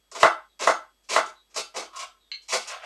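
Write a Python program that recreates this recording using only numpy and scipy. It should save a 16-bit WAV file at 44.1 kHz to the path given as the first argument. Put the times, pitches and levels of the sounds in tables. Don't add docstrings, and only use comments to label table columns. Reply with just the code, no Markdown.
import sys
import numpy as np
from scipy import signal
from scipy.fft import rfft, irfft
from scipy.io import wavfile
from scipy.ndimage import uniform_filter1d

SR = 44100
rng = np.random.default_rng(int(sys.argv[2]) if len(sys.argv) > 2 else 0)


def unload_wav(signal):
    wavfile.write(
        sys.argv[1],
        SR,
        np.round(np.clip(np.atleast_2d(signal).T, -1, 1) * 32767).astype(np.int16),
    )


N = 125685


def amp(db):
    return 10 ** (np.asarray(db) / 20)


def unit(x):
    return x / np.sqrt(np.sum(x ** 2) + 1e-20)


def read(points, hz):
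    f, value = np.transpose(points)
    return np.interp(np.log(hz + 1), np.log(f + 1), value)


def add(mix, start_s, sound):
    part = mix[max(round(start_s * SR), 0):][:len(sound)]
    part += sound[:len(part)]


def through(x, response):
    return signal.fftconvolve(x, response)[:len(x)]


def swell(t, rise_s):
    return np.sin(np.pi / 2 * np.minimum(t / rise_s, 1)) ** 2


def colour(points, size=4096):
    hz = abs(np.fft.fftfreq(size, 1 / SR))
    log_gain = np.log(amp(read(points, hz)))
    spectrum = np.exp(np.conj(signal.hilbert(log_gain)))
    return unit(np.fft.ifft(spectrum).real[:size // 2])


def modes(table):
    t = np.arange(SR // 2) / SR
    total = np.zeros(len(t))
    for k, (hz, db, t60) in enumerate(table):
        total += (-1) ** k * amp(db - 60 * t / t60) * np.sin(2 * np.pi * hz * t)
    return unit(total)


def blows(rows):
    out = np.zeros(N)
    for start_s, db in rows:
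        add(out, start_s, amp([db]) * np.sqrt(.04 * SR))
    return out


FIBRE_RATE_PER_S, FIBRE_SIZE_DB = 2500, 4.5
BITE_SHARE, RELEASE_S = 0.16, .004


def grains(rows):
    t, out = np.arange(SR // 6) / SR, np.zeros(N)
    for start_s, length, db in rows:
        chance, size, sign = rng.random((3, len(t)))
        size_gain = amp(-FIBRE_SIZE_DB * np.log(size + np.exp(-4)))
        clicks = (chance < FIBRE_RATE_PER_S / SR) * np.sign(sign - .5) * size_gain
        bite = np.minimum(t / (BITE_SHARE * length), 1)
        release = np.exp(-np.maximum(t - length, 0) / RELEASE_S)
        add(out, start_s, amp(db) * np.sqrt(length * SR) * unit(clicks * bite * release))
    return out


# frequency_hz, relative density_db (per Hz)
HISS_COLOUR = [(25, 7), (60, 4.5), (120, -11), (300, -3.5), (1000, -9.5), (2400, -12), (4000, -11.5),
               (7000, -15), (14000, -27.5)]
HISS_DB = -70.5
# pitch_hz, level_db
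HUM_TONES = [(50, -64), (1260, -88), (3325, -77.5), (4673, -86.5), (8000, -82), (11326, -87.5),
             (12672, -91.5), (13291, -92.5)]


def background():
    t = np.arange(N) / SR
    tones = np.zeros(N)
    for hz, db in HUM_TONES:
        tones += amp(db) * np.sqrt(2) * np.sin(2 * np.pi * (hz * t + rng.random()))
    hiss = through(rng.standard_normal(N), colour(HISS_COLOUR))
    return tones + amp(HISS_DB) * hiss


# frequency_hz, t60_s
ROOM_DECAY = [(100, 0.27), (400, 0.2), (1000, 0.29), (2000, 0.28), (3200, 0.28), (7000, 0.2), (14000, 0.28)]
EARLY_S, EARLY_LIFT_DB, EARLY_STEP_DB = .041, 3, 5
DIRECT_DB = -8


def room():
    t = np.arange(SR // 2) / SR
    hz, at, noise = signal.stft(rng.standard_normal(len(t)), SR, nperseg=256)
    decay = amp(-60 * at / read(ROOM_DECAY, hz)[:, None])
    echoes = signal.istft(noise * decay, SR, nperseg=256)[1][:len(t)]
    step = amp(np.where(t < EARLY_S, EARLY_LIFT_DB * t / EARLY_S, EARLY_LIFT_DB - EARLY_STEP_DB))
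    fade = np.clip((.35 - t) * 8, 0, 1)
    for _ in range(3):
        power = uniform_filter1d(abs(rfft(echoes * step)) ** 2, size=24)
        echoes = irfft(rfft(echoes) / np.sqrt(power), len(t)) * fade
    return unit(unit(echoes * step) + amp(DIRECT_DB) * (t == 0))


# start_s, length_s, start_hz, end_hz, level_db
STEEL_SLIDES = [(0.484, 0.046, 3910, 3607, -70.5), (1.345, 0.083, 3960, 3820, -64),
                (2.198, 0.086, 3930, 3440, -67)]
SLIDE_WAVER_HZ = 110


def slides(space):
    out = np.zeros(N)
    for start_s, length, start_hz, end_hz, db in STEEL_SLIDES:
        u = np.minimum(np.arange(SR // 6) / SR / length, 1)
        slow_noise = uniform_filter1d(rng.standard_normal(len(u)), size=100)
        waver = unit(slow_noise) * np.sqrt(len(u))
        pitch_hz = start_hz + (end_hz - start_hz) * u + SLIDE_WAVER_HZ * waver
        turns = np.cumsum(pitch_hz) / SR
        envelope = np.sin(np.pi * np.sqrt(u))
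        add(out, start_s, 2 * amp(db) * envelope * np.sin(2 * np.pi * turns))
    return through(out, space)


# start_s, level_db (of the direct ring)
BLADE_PINGS = [(2.3155, -37)]
# pitch_hz, relative level_db, t60_s
BLADE_MODES = [(1163, -27, .2), (1655, -22, .28), (2192, -8, .26), (2695, -11, .17), (2955, -7, .14),
               (3140, -14, .22), (3650, -11, .12), (4005, -4, .14), (4054, -5, .14), (4150, 1, .28),
               (4283, -1, .15), (4466, -7, .14), (4750, -14, .12), (6153, -19, .2), (7260, -23, .17)]
PING_RISE_S, PING_ROOM_DB = .002, 1
PING_FIRST_SHARE = .06


def blade(space):
    rise = swell(np.arange(len(space)) / SR, PING_RISE_S)
    first = rise * modes([(hz, db, t60 * PING_FIRST_SHARE) for hz, db, t60 in BLADE_MODES])
    direct = unit(rise * modes(BLADE_MODES))
    in_room = unit(through(first, space))
    return through(blows(BLADE_PINGS), direct + amp(PING_ROOM_DB) * in_room)


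# start_s, length_s, scrape_db, squeak_db
WOOD_DRAGS = [(1.855, 0.086, -85, -59), (1.927, 0.041, -54, -43.5), (1.956, 0.017, -61, -38.5),
              (2.002, 0.03, -43, -42), (2.658, 0.046, -43, -68), (2.687, 0.059, -38, -41),
              (2.77, 0.075, -48.5, -70), (2.82, 0.052, -39.5, -61)]
# frequency_hz, relative level_db
SCRAPE_COLOUR = [(60, -56), (300, -34), (480, -5), (680, 8), (900, -5), (1300, 2.5), (1900, -3.5),
                 (2800, -0.5), (4000, -11.5), (6000, -17), (9000, -27), (14000, -44)]
# frequency_hz, relative level_db
SQUEAK_COLOUR = [(60, -42.5), (500, -34), (900, -11.5), (1080, 12), (1200, -6), (1330, 6.5), (1700, -26),
                 (2100, -31), (3500, -8.5), (14000, -40.5)]


def drags(space):
    scrape = grains([(s, length, db) for s, length, db, _ in WOOD_DRAGS])
    squeak = grains([(s, length, db) for s, length, _, db in WOOD_DRAGS])
    dragged = through(scrape, colour(SCRAPE_COLOUR)) + through(squeak, colour(SQUEAK_COLOUR))
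    return through(dragged, space)


# pitch_hz, relative level_db, t60_s
BOARD_MODES = [(165, -24.5, 0.024), (313, -19.5, 0.016), (396, -14, 0.017), (427, -7.5, 0.012),
               (659.7, -3.5, 0.029), (872, -10, 0.049), (1060, 1.5, 0.014), (1380, 1, 0.015),
               (1503, -7.5, 0.048), (1683, -2.5, 0.0087), (2027, -7, 0.037), (2220, -14, 0.036),
               (2600, -22, .025)]
# frequency_hz, relative level_db
CONTACT_COLOUR = [(40, -30), (120, -12.5), (250, 8), (500, 5.5), (1000, 6.5), (2100, 1.5), (2600, -4),
                  (4500, -14.5), (14000, -65)]
# pitch_hz, relative level_db
RING_TONES = [(370, -13), (450, -7), (606, -6), (634, -5), (668, 0), (713, -4), (862, -8), (950, -6),
              (1027, -2), (1078, -1), (1135, -5), (1220, -1), (1274, -3), (1304, -4), (1354, -3),
              (1390, -8), (1431, -7), (1514, -8), (1749, -8), (1879, -7), (2008, -4), (2085, -6),
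              (2246, -11)]
RING_DB, RING_RISE_S, RING_T60_S = -6, 0.001, .215


def board(space):
    t = np.arange(len(space)) / SR
    clack = unit(through(through(space, modes(BOARD_MODES)), colour(CONTACT_COLOUR)))
    ring = np.zeros(len(t))
    for hz, db in RING_TONES:
        ring += amp(db) * np.sin(2 * np.pi * (hz * t + rng.random()))
    ring = unit(ring * swell(t, RING_RISE_S) * amp(-60 * t / RING_T60_S))
    return unit(clack + amp(RING_DB) * ring)


# start_s, wood_db, edge_click_db, dry_crack_db
BOARD_KNOCKS = [(.2302, -9.5, -30.5, -17.5), (.6732, -15, -34, -33), (1.162, -16.5, -39.5, -25)]
# frequency_hz, relative level_db
CLICK_COLOUR = [(60, -16), (300, -1.5), (1500, -21), (2700, 18.5), (3900, 14), (5000, -1), (8000, 2.5),
                (14000, -23.5)]
CRACK_S = .003


def knocks(space, wood):
    thud = blows([(s, db) for s, db, _, _ in BOARD_KNOCKS])
    click = blows([(s, db) for s, _, db, _ in BOARD_KNOCKS])
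    crack = grains([(s, CRACK_S, db) for s, _, _, db in BOARD_KNOCKS])
    edge = through(click, space) + crack
    return through(thud, wood) + through(edge, colour(CLICK_COLOUR))


# start_s, length_s, crunch_db, skin_snap_db, low_squash_db, board_ring_db
STALK_CUTS = [(0.114, 0.0067, -48, -39, -46, -44.5), (0.147, 0.02, -39.5, -38.5, -36.5, -35),
              (0.196, 0.047, -31.5, -32, -33.5, -35.5), (0.592, .013, -36, -39, -57, -37),
              (0.601, 0.041, -32.5, -33, -30.5, -35), (0.666, 0.015, -40, -27.5, -26, -49),
              (1.033, .012, -70, -61.5, -84.5, -79), (1.087, 0.078, -29.5, -30.5, -34, -34.5),
              (1.158, 0.0042, -34, -48, -49, -47), (1.258, 0.0054, -47, -40.5, -39, -54),
              (1.497, .02, -67, -63.5, -63, -82), (1.54, 0.026, -47.5, -42.5, -48, -50),
              (1.558, 0.02, -31.5, -27.5, -32.5, -32.5), (1.739, 0.022, -46, -47, -47, -41.5),
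              (1.759, 0.014, -32.5, -31, -29, -39), (1.789, 0.039, -48, -50, -44.5, -43.5),
              (1.956, .012, -41.5, -37, -60, -51.5), (1.99, 0.016, -35.5, -36.5, -73, -44),
              (2.414, 0.024, -67, -59.5, -76, -89.5), (2.481, .035, -35.5, -34.5, -62, -47.5),
              (2.52, 0.02, -26.5, -24, -29.5, -23.5), (2.559, 0.073, -46.5, -46.5, -70, -79),
              (2.671, 0.015, -38, -34, -59, -54)]
# frequency_hz, relative level_db
CRUNCH_COLOUR = [(60, -36), (400, -24.5), (1000, -1), (1650, -28.5), (2200, 2.5), (3300, -1.5),
                 (4300, -2.5), (6000, -8), (14000, -57.5)]
# frequency_hz, relative level_db
SNAP_COLOUR = [(60, -61), (1000, -33.5), (3000, -10), (4300, -0.5), (5700, 2), (7500, -1.5), (9000, -8.5),
               (11000, -17), (14000, -35)]
# frequency_hz, relative level_db
SQUASH_COLOUR = [(40, -53.5), (100, -39), (180, -16), (300, -12), (420, 5.5), (700, -5), (1200, -6.5),
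                 (3000, -20), (14000, -59)]


def cuts(space, wood):
    layers = []
    for k in range(4):
        layers.append(grains([(s, length, levels[k]) for s, length, *levels in STALK_CUTS]))
    crunch, snap, squash, jolts = layers
    stalks = through(crunch, colour(CRUNCH_COLOUR))
    stalks += through(snap, colour(SNAP_COLOUR))
    stalks += through(squash, colour(SQUASH_COLOUR))
    return through(stalks, space) + through(jolts, wood)


def scene():
    space = room()
    wood = board(space)
    mix = background() + slides(space) + blade(space) + drags(space)
    mix += knocks(space, wood) + cuts(space, wood)
    return mix[None]


CEILING = 0.6
LOW_CUT_HZ, EDGE_HZ = 101, 14500


def record(dry):
    rounded = dry / (1 + (dry / CEILING) ** 4) ** (1 / 4)
    thinned = signal.lfilter(*signal.butter(2, LOW_CUT_HZ, "high", fs=SR), rounded)
    band_limit = signal.firwin(255, EDGE_HZ, window=("kaiser", 9), fs=SR)
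    return signal.oaconvolve(thinned, band_limit[None], "same")


dry = scene()
out = record(dry)
unload_wav(out)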